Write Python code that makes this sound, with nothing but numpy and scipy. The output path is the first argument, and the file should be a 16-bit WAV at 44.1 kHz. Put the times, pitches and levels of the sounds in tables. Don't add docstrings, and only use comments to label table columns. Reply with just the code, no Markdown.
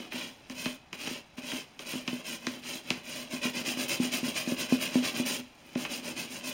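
import sys
import numpy as np
from scipy import signal
from scipy.fft import rfft, irfft, next_fast_len
from scipy.io import wavfile

SR = 44100
rng = np.random.default_rng(int(sys.argv[2]) if len(sys.argv) > 2 else 0)


def dump_mix(stems):
    frames = np.atleast_2d(stems).T
    limited = np.clip(frames, -1, 1)
    pcm = np.round(limited * 32767).astype(np.int16)
    wavfile.write(sys.argv[1], SR, pcm)


N = 288369
TIME = np.arange(N) / SR
SIZE = next_fast_len(N + SR)
FREQ = np.maximum(np.arange(SIZE // 2 + 1) * SR / SIZE, 1)


def scrubbing(drum_trim_db=2.5, ring_share=0.58, bend_share=0.24, judder_db=0.89, judder_hz=45,
              air_hz=10000, flutter_db=2.5):
    # start_s, level_db
    rustle_curve = [(0, -55), (.45, -56), (.85, -63.5), (1.72, -58.5), (2.2, -53.5), (3, -54.5),
                    (3.6, -42.5), (5.3, -41), (5.5, -59), (5.9, -44.5), (6.54, -48)]
    # (relative, per Hz)
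    drumming_colour = [(41, -65), (70, -64), (129, -12), (206, -8), (246, 4), (297, -8.5), (475, -23),
                       (580, -8.5), (716, -17), (1000, -19.5), (1300, -64), (2200, -120)]
    rasp_colour = [(350, -51), (600, 1.5), (710, -21), (1010, -12), (1210, -12), (1720, -9), (2550, -4),
                   (3110, -4), (3680, -4.5), (4000, -2), (4350, -8), (5600, -9.5), (7280, -29),
                   (12300, -120)]
    hiss_colour = [(2590, -33), (4400, -2), (4880, -0.5), (5830, -4.5), (6850, -1), (8010, -10.5),
                   (8460, -1.5), (8930, -3), (11600, -15), (12800, -10.5), (14400, -10), (16000, -10.5)]
    (drum, rasp, hiss), speed = stroke_levels()
    rustle = from_db(np.interp(TIME, *np.transpose(rustle_curve)))
    catches_per_s = 2200 + 7000 * speed

    panel = rms_one(filtered(rng.standard_normal(N), colour(drumming_colour)))
    hollow = rms_one(filtered(flicks(catches_per_s, spread_db=2.0), rfft(bag_ring(), SIZE)))
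    grain = rms_one(filtered(flicks(catches_per_s, spread_db=3.5), colour(rasp_colour) * head_colour()))
    swish = bent_bristles(filtered(flicks(catches_per_s, spread_db=6.0), colour(rasp_colour)))
    tip_clicks = flicks(6000 + 25000 * speed, spread_db=5.0)
    tips = rms_one(filtered(tip_clicks, colour(hiss_colour) * head_colour()))

    air = filtered(tips, 1 / (1 + (air_hz / FREQ) ** 8))
    tips = tips + air * (from_db(flutter_db * drift(30)) - 1)

    low = np.hypot(drum, rustle * from_db(-5.5)) * blend(panel, hollow, ring_share)
    mid = np.hypot(rasp, rustle * from_db(-4.5)) * blend(grain, swish, bend_share)
    top = np.hypot(hiss, rustle * from_db(-11.5)) * tips
    judder = from_db(judder_db * drift(judder_hz))
    return judder * (from_db(drum_trim_db - 1.5 + 1.5) * low + table_echo(mid + top))


def strokes(sweep_drum_db=-5, back_drum_db=-46.5, back_rasp_db=-47, back_hiss_db=-8.5, back_overlap_s=.015,
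            pull_fastest=0.5, push_fastest=0.39):
    # start_s, end_s, fastest (0-1), rasp_db, hiss_db, back_s (light backstroke ahead)
    sweeps = [(0.099, 0.35, 0.32, -41, -47.5, 0.25), (.527, 0.788, 0.41, -42.5, -45, .033),
              (0.958, 1.232, 0.47, -40.5, -45.5, 0.035), (1.4, 1.66, 0.55, -40.5, -44, 0.034),
              (1.833, 2.048, 0.46, -41, -44, .045), (2.234, 2.402, 0.42, -41, -42.5, 0.21),
              (2.611, 2.831, 0.52, -41.5, -43, .225), (3.023, 3.287, 0.53, -41.5, -44, 0.2),
              (5.247, 5.431, 0.16, -36, -37.5, 0.0047)]
    # start_s, stroke_s (first stroke), change_s (per stroke), count,
    # push_db (push louder than pull), drum_db (drumming relative to rasp, before its trim in scrubbing)
    runs = [(3.292, .1172, -.0003, 17, 3.5, -4), (5.758, .129, .002, 6, 2, -1.5)]
    # start_s, rasp_db, hiss_db
    effort = [(3.3, -40.5, -42.5), (3.5, -35.5, -41.5), (3.85, -35, -35.5), (4.55, -37.5, -41),
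              (5.08, -35.5, -39.5), (5.8, -41, -43), (6.2, -41, -42.5), (6.36, -45.5, -43.5),
              (6.5, -43, -42.5)]
    for start, end, fastest, rasp_db, hiss_db, back_s in sweeps:
        if back_s > back_overlap_s:
            back_end = start + back_overlap_s
            yield start - back_s, back_end, .5, back_drum_db, back_rasp_db, hiss_db + back_hiss_db
        yield start, end, fastest, rasp_db + sweep_drum_db, rasp_db, hiss_db

    effort_s, *effort_db = np.transpose(effort)
    for start, stroke_s, change_s, count, push_db, drum_db in runs:
        for k in range(round(count)):
            end = start + stroke_s + k * change_s
            push = k % 2
            middle = (start + end) / 2
            rasp_db, hiss_db = (np.interp(middle, effort_s, level) for level in effort_db)
            lean_db = push_db * (push - .5)
            fastest = push_fastest if push else pull_fastest
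            yield start, end, fastest, rasp_db + drum_db, rasp_db + lean_db, hiss_db + lean_db
            start = end


def stroke_levels():
    energy, motion = np.zeros((3, N)), np.zeros(N)
    powers = np.array([[0.76], [1.04], [1.28]])
    bites_db = np.array([[-0.5], [2.5], [2.0]])
    for start, end, fastest, *levels_db in strokes():
        during = (TIME > start) & (TIME < end)
        progress = (TIME[during] - start) / (end - start)
        half_cycle = np.interp(progress, [0, np.clip(fastest, 0, 1), 1], [0, .5, 1])
        speed = np.abs(np.sin(np.pi * half_cycle))
        bite = from_db(bites_db * (1 - 2 * progress))
        energy[:, during] += (from_db(levels_db)[:, None] * bite * speed ** powers) ** 2
        motion[during] = np.maximum(motion[during], speed)
    return np.sqrt(energy), motion


def flicks(per_s, spread_db):
    chance = np.clip(per_s / SR, 1e-4, 1)
    sizes = rng.standard_normal(N) * from_db(spread_db * np.clip(rng.standard_normal(N), -2, 2))
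    happens = rng.random(N) < chance
    return rms_one(sizes * happens / np.sqrt(chance))


def bend_pitch(rest_hz=2487, rise_hz=620, bend_s=0.1, spread=0.077):
    hz = np.full(N, float(rest_hz))
    for start, end, *_ in strokes():
        during = (TIME > start) & (TIME < end)
        bent = 1 - np.exp(-((TIME[during] - start) / bend_s) ** 2)
        hz[during] = (rest_hz + rise_hz * bent) * (1 + spread * rng.uniform(-0.8, 1))
    return hz


def bent_bristles(x, width_hz=330, size=128):
    out, state = np.zeros(N), np.zeros(2)
    centre = bend_pitch()
    r = np.exp(-np.pi * width_hz / SR)
    for i in range(0, N, size):
        poles = [1, -2 * r * np.cos(2 * np.pi * centre[i] / SR), r * r]
        out[i:i + size], state = signal.lfilter([1, 0, -1], poles, x[i:i + size], zi=state)
    return rms_one(out)


def head_colour():
    # freq_hz, width_hz, lift_db
    head = [(1040, 85, 7), (1570, 42, 5), (2030, 46, 5), (2503, 280, 6), (3075, 130, 4), (6140, 120, 4.5)]
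    return from_db(sum(db / (1 + (2 * (FREQ - hz) / width) ** 2) for hz, width, db in head))


def taps(spread_s=.0044, scatter_db=-31, scatter_t60=0.16, thump_lag_s=0.00372, crunch_share=0.51, sharp_hz=245):
    # start_s, click_db (nominal peak),
    # top_hz (click cutoff), crunch_t60_s, thump_db (before push_db in thump)
    tap_table = [(.121, -25, 4000, .14, -62), (.498, -30.5, 14000, 0.0086, -41.5),
                 (.657, -19, 5000, 0.027, -33), (.929, -27, 12000, .03, -44.5),
                 (1.072, -22, 3500, 0.046, -44), (1.379, -35, 5000, .04, -41.5),
                 (1.517, -22, 3500, .05, -51), (1.792, -29, 12000, 0.023, -53),
                 (1.932, -25, 2500, 0.074, -39.5), (2.077, -19, 5760, .025, -36),
                 (2.468, -19, 9000, .005, -34), (2.904, -15, 10000, .005, -33.5),
                 (5.038, -21.5, 4500, 0.13, -53), (5.753, -29, 6000, .03, -34), (5.85, -19, 3000, .08, -70)]
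    # (relative, per Hz)
    click_colour = [(60, -14), (200, -2), (500, -4.5), (1000, -7), (1800, -5), (2700, -0.5), (4000, -5),
                    (6500, -10), (9000, -21), (16000, -19)]
    fastest_hz = 10000
    phase = 2 * np.pi * spread_s * np.sqrt(1000) * (2 * np.sqrt(FREQ) - FREQ / np.sqrt(fastest_hz))
    chirp = colour(click_colour) * head_colour() * np.exp(-1j * phase)
    chirp /= np.abs(irfft(chirp, SIZE)).max()

    blows, low = np.zeros(N), np.zeros(N)
    t = TIME[:SR // 8]
    for s, click_db, top_hz, crunch_t60, thump_db in tap_table:
        crush = decaying_noise(t, crunch_t60)
        scatter = from_db(scatter_db) * decaying_noise(t, scatter_t60)
        blow = blend(t == 0, crush / np.linalg.norm(crush), crunch_share) + scatter
        blow = signal.sosfilt(signal.butter(2, min(top_hz, .45 * SR), fs=SR, output="sos"), blow)
        at = round(s * SR)
        blows[at:at + len(t)] += from_db(click_db) * blow
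        low += thump(s + thump_lag_s, thump_db, sharp_hz)
    return filtered(blows, chirp) + low


def bumps():
    # start_s, level_db (before push_db in thump), sharp_hz (contact sharpness)
    bump_table = [(.002, -41, 404), (.143, -37, 400), (1.112, -39, 400), (1.535, -33.5, 600),
                  (1.955, -36.5, 400), (2.13, -32.5, 302), (2.75, -45, 300), (3.335, -34.5, 300),
                  (3.454, -30, 597), (3.68, -33, 600), (3.772, -37, 450), (4, -25, 260), (4.23, -29, 280),
                  (4.282, -34.5, 450), (4.475, -29, 403), (4.521, -26.5, 510), (4.724, -19.5, 565),
                  (4.956, -19.5, 660), (5.199, -28, 500), (5.392, -41.5, 300), (5.758, -31, 600)]
    return sum(thump(s, level_db, sharp_hz) for s, level_db, sharp_hz in bump_table)


def thump(s, level_db, sharp_hz, drag_s=0.035, push_db=-1.0, rebound_s=.02, rebound_db=-13):
    count = round(drag_s * SR)
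    force = .3 * rng.standard_normal(count) / np.sqrt(count)
    force[0] = 1
    force[min(round(rebound_s * SR), count - 1)] = from_db(rebound_db)
    ring = signal.fftconvolve(force, bag_ring(uneven_db=2.5))
    ring = signal.sosfilt(signal.butter(2, sharp_hz, fs=SR, output="sos"), ring)
    ring *= from_db(level_db + push_db) / np.std(ring[:SR // 30])
    return np.pad(ring, (max(round(s * SR), 0), N))[:N]


def bag_ring(uneven_db=0, low_hz=120.5):
    # freq_hz, level_db (relative), t60_s
    bag_modes = [(136, -16.5, 0.14), (184, -11.5, 0.11), (189, -13.5, 0.16), (249.6, 9.5, 0.16),
                 (280, -24, 0.033), (323.5, -1.5, 0.14), (372, -8, 0.045), (435, -3, 0.023),
                 (550, -3, 0.049), (574, -7, 0.073), (1002, 0.5, 0.02), (1430, -4.5, 0.018)]
    t = TIME[:SR // 3]
    ring = np.zeros(len(t))
    for hz, db, t60 in bag_modes:
        gain = from_db(db + uneven_db * rng.standard_normal())
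        ring += gain * np.exp(-np.log(1000) * t / t60) * np.cos(2 * np.pi * hz * t)
    return signal.sosfilt(signal.butter(3, low_hz, "high", fs=SR, output="sos"), ring)


def table_echo(x, echo_db=-10, lag_s=.0021, sway=0.115):
    lag = lag_s * (1 + sway * drift(1.9))
    return x + from_db(echo_db) * np.interp(TIME - lag, TIME, x)


def room(x, t60_s=0.3, gap_s=0.0058, dull_hz=7000, thin_hz=260):
    t = TIME[:SR // 2]
    tail = decaying_noise(t, t60_s) * (t > gap_s)
    walls = FREQ / np.hypot(FREQ, thin_hz) / np.hypot(1, FREQ / dull_hz)
    return filtered(x, rfft(tail / np.linalg.norm(tail), SIZE) * walls)


def room_tone(level_db=-58.5):
    # (relative, per Hz)
    air_colour = [(20, -10), (60, 0), (120, 0), (250, 0.5), (450, -9.5), (800, -2.5), (1100, -10),
                  (1600, -10.5), (4000, -13), (16000, -49)]
    return from_db(level_db) * rms_one(filtered(rng.standard_normal(N), colour(air_colour)))


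def from_db(db):
    return 10 ** (np.asarray(db) / 20)


def rms_one(x):
    return x / np.sqrt(np.mean(x ** 2) + 1e-20)


def colour(points):
    hz, db = np.transpose(points)
    return from_db(np.interp(np.log(FREQ), np.log(hz), db))


def filtered(x, response):
    return irfft(rfft(x, SIZE) * response, SIZE)[:N]


def drift(rate_hz):
    return rms_one(filtered(rng.standard_normal(N), 1 / (1 + (FREQ / rate_hz) ** 2)))


def decaying_noise(t, t60_s):
    return rng.standard_normal(len(t)) * np.exp(-np.log(1000) * t / t60_s)


def blend(a, b, share):
    share = np.clip(share, 0, 1)
    return np.sqrt(1 - share) * a + np.sqrt(share) * b


def scene(room_db=-10):
    near = table_echo(scrubbing()) + taps() + bumps()
    return (near + from_db(room_db) * room(near) + room_tone())[None]


def record(dry, cutoff_hz=15780):
    # freq_hz, width_hz
    mic_dips = [(3682, 210), (4371, 250), (8050, 560), (11714, 700)]
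    for hz, width in mic_dips:
        dry = signal.lfilter(*signal.iirnotch(hz, hz / width, fs=SR), dry)
    return signal.sosfilt(signal.ellip(12, .1, 80, cutoff_hz, fs=SR, output="sos"), dry)


dry = scene()
out = record(dry)
dump_mix(out)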